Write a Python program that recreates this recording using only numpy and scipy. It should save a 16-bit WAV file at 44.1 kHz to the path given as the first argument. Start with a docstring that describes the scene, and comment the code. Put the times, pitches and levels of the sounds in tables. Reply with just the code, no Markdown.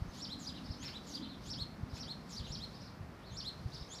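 """Sparrows in a front yard.

Two-syllable calls, arched cheeps and softer twitters from further off: gliding whistles from the
two sides of the syrinx, echoing off house and trees. Light wind bumps the microphone over the
hush and drone of far traffic. Something rustles briefly."""
import sys
import numpy as np
from scipy import signal
from scipy.fft import rfft, irfft
from scipy.io import wavfile

SR = 44100
rng = np.random.default_rng(int(sys.argv[2]) if len(sys.argv) > 2 else 0)


def persist_wave(psi):
    """Save psi, clipped to +-1, as 16-bit WAV."""
    counts = np.round(np.clip(psi, -1, 1) * 32767).astype(np.int16)
    wavfile.write(sys.argv[1], SR, np.atleast_2d(counts).T)


N = 176400
T = np.arange(N) / SR

# first syllables: downstroke_s, level_db, pitch_hz, lead_in_db
OPENINGS = [(.249, -42.5, 5510, -1), (.882, -45, 5380, 4.5), (1.534, -41, 5490, -2.5),
            (2.030, -44.5, 5550, -4), (2.553, -43, 5480, -2.5), (3.404, -41.5, 5542, -3),
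            (3.986, -50.5, 5570, 14.5)]
# notes that rise and fall: top_s, level_db, pitch_hz
CLOSINGS = [(.333, -40, 4228), (.970, -43.5, 4010), (1.621, -37.5, 4383), (2.116, -39.5, 4339),
            (2.641, -42, 4324), (3.484, -37.5, 4307)]
CHEEPS = [(.481, -42, 5150), (1.156, -42.5, 5020), (2.383, -43, 5060)]
TWITTERS = [(.565, -48.5, 4060), (.66, -52.5, 5280), (.72, -47.5, 5390), (1.237, -46, 4230),
            (1.91, -57.5, 5200), (2.455, -47.5, 4040), (2.753, -52.5, 5180), (2.818, -52.5, 5587),
            (2.864, -54.5, 5450), (3.749, -45, 5220), (3.812, -48.5, 5350)]
SLURS = [(1.29, -53, 4323), (3.268, -55, 4514)]
# thin held notes: centre_s, level_db, pitch_hz
WHISTLES = [(.1, -64, 6200), (1.963, -53.5, 5270), (2.338, -47, 5320)]
# contours relative to each note: offset_s, pitch_ratio, fundamental_db, octave_db
OPENING_SHAPE = [(-.1, .55, -31, -28), (-.072, .585, -21, -16), (-.046, .66, -13, -12),
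                 (-.037, .78, -8, -26), (-.028, .985, -2, -34), (-.015, 1, -1, -34), (-.006, .97, -3, -35),
                 (.002, .76, 1, -38), (.013, .49, -17, -42)]
CLOSING_SHAPE = [(-.055, .64, -24, -36), (-.034, .78, -11, -25), (-.013, .95, -4, -28), (0, 1, 1, -27),
                 (.006, .93, -3, -27), (.015, .68, -19, -33)]
CHEEP_SHAPE = [(-.023, .68, -12.5, -34), (-.012, .92, -2, -30), (0, 0.97, 4, -19), (.007, 0.86, -3.5, -38),
               (.015, .73, -8, -20), (0.029, .6, -12, -35)]
TWITTER_SHAPE = [(-.03, .7, -12, -40), (-.012, .88, -4, -34), (0, 1, 0, -30), (.009, .94, -1, -32),
                 (.015, .72, -3, -36), (.028, .7, -13, -42)]
SLUR_SHAPE = [(-.05, .63, -13, -45), (-.022, .82, -6, -42), (0, 1, 0, -38), (.03, .89, 0, -40),
              (.062, .75, -6, -45)]
WHISTLE_SHAPE = [(-.022, 1.1, -21, -40), (-.008, 1, -3, -28), (0.013, 1, -3, -33), (0.026, 2.1, -36, -39)]
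SECOND_SIDE_RISE = [(.002, .93, -17, -45), (.011, .81, -8, -40), (.027, .88, -6, -38), (.042, 1, -20, -45)]   # other side of the syrinx, after the downstroke
SECOND_SIDE_FALL = [(-.092, 1.45, -23, -45), (-.076, 1.39, -15, -38), (-.052, 1.27, -14, -36),
                    (-.031, 1.09, -11, -32), (-.018, 1.16, -16, -36)]   # other side, leading into a cheep
# breathy onsets of the calls: centre_s, level_db, sigma_s
HISSES = [(.17, -55.5, 0.033), (.44, -57.5, 0.033), (1.125, -55, 0.051), (1.47, -57, 0.034),
          (1.97, -56.5, 0.031), (2.335, -56.5, 0.038), (2.48, -64, 0.043), (3.75, -60, 0.04)]
# eddies at the microphone: centre_s, level_db, pitch_hz
BUMPS = [(0.023, -32.5, 69), (0.087, -42.5, 42.7), (.707, -31.5, 78), (1.621, -32, 86.5),
         (1.837, -34.5, 95), (1.938, -34, 80), (2.407, -34.5, 75), (2.508, -34.5, 81),
         (3.012, -37.5, 108.1), (3.033, -40, 100), (3.662, -31.5, 88), (3.821, -40, 55.94)]
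# breeze strength: time_s, level_db
BREEZE = [(0, -50), (.15, -58), (.6, -57.5), (.9, -55.5), (1.15, -63), (1.4, -52), (2.0, -55.5),
          (2.25, -58), (2.5, -55.5), (2.85, -59.5), (3.05, -55.5), (3.3, -54.5), (3.75, -55), (3.95, -66.5)]
# rustle bursts: start_s, level_db, decay_s
RUSTLES = [(.829, -49, 0.069), (0.878, -57, 0.038), (1.968, -56, .05)]
# traffic drone: time_s, pitch_hz, level_db
DRONE = [(0, 209.1, -60.5), (.25, 225, -50), (.7, 221.7, -48.5), (1.02, 211.6, -54.5), (1.2, 239.9, -45),
         (1.5, 225.3, -54), (2.0, 190.1, -50.5), (2.5, 175.2, -51.5), (3.2, 143.7, -54.5),
         (3.9, 141.5, -57)]
# faint high hiss: time_s, level_db
TREBLE = [(0, -67), (.6, -63.5), (1.3, -68.5), (1.85, -69.5), (2.2, -68), (2.7, -64), (3.1, -72),
          (3.6, -66.5), (3.95, -63)]
# noise spectra: freq_hz, gain_db
HISS_SPECTRUM = [(2000, -18), (3200, 4.5), (4500, 9.5), (5400, 7.5), (7000, -4.5), (8500, -10), (11000, -9),
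                 (15000, -19)]
BUMP_SPECTRUM = [(35, -13), (70, 6), (140, 13), (220, -19.5), (400, -36), (900, -60)]
WIND_SPECTRUM = [(32, -18), (42, -7.5), (60, -3), (110, -5), (170, -6), (330, -29.5), (900, -59)]
RUSTLE_SPECTRUM = [(900, -22), (1600, -4.5), (2400, 1), (3500, -6), (5000, -4), (8000, -27), (15000, -27)]
HUSH_SPECTRUM = [(150, -37.5), (250, -4), (433, -9), (589, -10), (1190, -12.5), (1460, -15.5), (1890, -18),
                 (2020, -19.5), (2360, -20.5), (3270, -29), (6050, -39), (15000, -43.5)]

CLEAR_JITTER, ARCH_JITTER, BUZZ_JITTER = .007, .014, .034   # rms share of the pitch
WALL_DELAY_S, WALL_DB, YARD_T60_S = .009, -13, .33


def sparrows():
    """Near birds with a wall echo; far birds with more of the yard."""
    near = (syrinx(OPENINGS, OPENING_SHAPE, ARCH_JITTER, third_db=-19.5)
            + syrinx(OPENINGS, SECOND_SIDE_RISE, BUZZ_JITTER, third_db=-12)
            + syrinx(CLOSINGS, CLOSING_SHAPE, CLEAR_JITTER, third_db=-8, rasp_db=-14)
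            + syrinx(CHEEPS, CHEEP_SHAPE, ARCH_JITTER, third_db=-25.5)
            + syrinx(CHEEPS, SECOND_SIDE_FALL, BUZZ_JITTER, third_db=-15, rasp_db=-2)
            + syrinx(WHISTLES, WHISTLE_SHAPE, CLEAR_JITTER, third_db=-15))
    far = (syrinx(TWITTERS, TWITTER_SHAPE, BUZZ_JITTER, third_db=-22)
           + syrinx(SLURS, SLUR_SHAPE, ARCH_JITTER, third_db=-15))
    direct = near + call_hiss() + from_db(-3) * far
    wall = from_db(WALL_DB) * np.interp(T - WALL_DELAY_S, T, near)
    return direct + wall + yard_echoes(from_db(-6.5) * near + from_db(-5) * far)


def syrinx(notes, shape, jitter, third_db, rasp_db=-6, jitter_hz=296, flutter_db=.5, edge_s=.003):
    """One gliding whistle per note: three harmonics, noisy skirt. third_db is relative to the octave."""
    out = np.zeros(N)
    for at_s, level_db, pitch_hz, *lead_in_db in notes:
        span = (T > at_s + shape[0][0] - edge_s) & (T < at_s + shape[-1][0] + edge_s)
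        t = T[span] - at_s
        ratio, fundamental_db, octave_db = curves_at(shape, t)
        glide_hz = pitch_hz * ratio * (1 + jitter * drift(jitter_hz, len(t)))
        phase = 2 * np.pi * np.cumsum(glide_hz) / SR
        harmonics_db = (fundamental_db, octave_db, octave_db + third_db)
        tone = sum(from_db(db) * np.exp(1j * k * phase) for k, db in enumerate(harmonics_db, 1))
        rasp = 1 + from_db(rasp_db) * skirt(half_width_hz=476, size=len(t))
        fade = np.clip(np.minimum(t - t[0], t[-1] - t) / edge_s, 0, 1)
        lead_db = np.interp(t, (-.048, -.024), [sum(lead_in_db), 0])   # openings only
        effort_db = level_db + lead_db + flutter_db * drift(jitter_hz, len(t))
        out[span] += (tone * rasp).imag * fade * from_db(effort_db)
    return out


def call_hiss(grit_db=1.5):
    """Uneven airy puffs that open the calls."""
    return swells(HISSES) * uneven_noise(HISS_SPECTRUM, grit_db, rate_hz=65.3)


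def yard_echoes(x, echoes_per_s=1500):
    """Scattered reflections from house and trees, dying away."""
    t = T[:SR]
    reflections = rng.standard_normal(SR) * (rng.random(SR) < echoes_per_s / SR)
    response = reflections * from_db(-60 * t / YARD_T60_S) * (t > WALL_DELAY_S)
    return signal.fftconvolve(x, response / np.linalg.norm(response))[:N]


def wind(gain_db=2.5, churn_db=-10.5, sigma_cycles=.38):
    """Lumpy rumble, plus single eddies that each give one swing of pressure."""
    breeze_db, = curves_at(BREEZE, T)
    out = from_db(breeze_db + gain_db) * uneven_noise(WIND_SPECTRUM, swing_db=2, rate_hz=16)
    churn = from_db(churn_db) * noise(BUMP_SPECTRUM)
    for centre_s, level_db, pitch_hz in BUMPS:
        envelope = swells([(centre_s, level_db, sigma_cycles / pitch_hz)])
        out += envelope * (np.sin(2 * np.pi * pitch_hz * (T - centre_s)) + churn)
    return out


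def rustles():
    """Grainy bursts: sudden start, exponential decay."""
    envelope = sum(from_db(level_db) * (T > start_s) * np.exp(-np.abs(T - start_s) / decay_s)
                   for start_s, level_db, decay_s in RUSTLES)
    return envelope * uneven_noise(RUSTLE_SPECTRUM, swing_db=1.1, rate_hz=150)


def traffic(drone_gain_db=-1.5, hush_db=-56):
    """Far traffic: low wandering drone and wide hush; with it, a faint high hiss of leaves and distant sparrow
    chatter."""
    pitch_hz, drone_db = curves_at(DRONE, T)
    treble_db, = curves_at(TREBLE, T)
    carrier = np.exp(2j * np.pi * np.cumsum(pitch_hz) / SR)
    drone = unit_rms((skirt(half_width_hz=71, size=N) * carrier).real)
    return (from_db(drone_db + drone_gain_db) * drone
            + from_db(hush_db) * noise(HUSH_SPECTRUM)
            + from_db(treble_db) * noise(HISS_SPECTRUM))


def noise(spectrum):
    """Unit-rms shaped noise, rolled off below the first spectrum point."""
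    freq_hz, gain_db = np.transpose(spectrum)
    bins_hz = np.arange(N // 2 + 1) * SR / N + 1e-3
    gain = from_db(np.interp(np.log(bins_hz), np.log(freq_hz), gain_db))
    low_cut = np.minimum(bins_hz / freq_hz[0], 1) ** 2
    return unit_rms(irfft(rfft(rng.standard_normal(N)) * gain * low_cut, N))


def uneven_noise(spectrum, swing_db, rate_hz):
    """Unit-rms shaped noise with a wavering level."""
    return unit_rms(noise(spectrum) * from_db(swing_db * drift(rate_hz)))


def skirt(half_width_hz, size):
    """Slow complex noise, unit rms; times a carrier it gives a steep-sided band."""
    padded = size + SR // 10
    white = rng.standard_normal(padded) + 1j * rng.standard_normal(padded)
    lowpass = signal.butter(4, half_width_hz, fs=SR, output="sos")
    return unit_rms(signal.sosfilt(lowpass, white)[-size:])


def drift(rate_hz, size=N):
    """Smooth random wander, unit rms."""
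    pole = np.exp(-2 * np.pi * rate_hz / SR)
    white = rng.standard_normal(size + SR // 10)
    return unit_rms(signal.lfilter([1], [1, -2 * pole, pole * pole], white)[-size:])


def swells(rows):
    """Sum of Gaussian envelopes."""
    return sum(from_db(level_db) * np.exp(-.5 * ((T - centre_s) / sigma_s) ** 2)
               for centre_s, level_db, sigma_s in rows)


def curves_at(rows, t):
    """Each value column interpolated at times t."""
    time_s, *columns = np.transpose(rows)
    return [np.interp(t, time_s, column) for column in columns]


def from_db(db):
    """Decibels to gain."""
    return 10 ** (np.asarray(db) / 20)


def unit_rms(x):
    """Scale to unit rms."""
    return x / np.sqrt(np.mean(np.abs(x) ** 2) + 1e-20)


def scene():
    """All sources at one microphone."""
    return (sparrows() + rustles() + wind() + traffic())[None]


def record(dry):
    """Steep treble cut."""
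    cutoff_hz = 15250
    return signal.sosfilt(signal.ellip(12, .1, 80, cutoff_hz, fs=SR, output="sos"), dry)


dry = scene()
out = record(dry)
persist_wave(out)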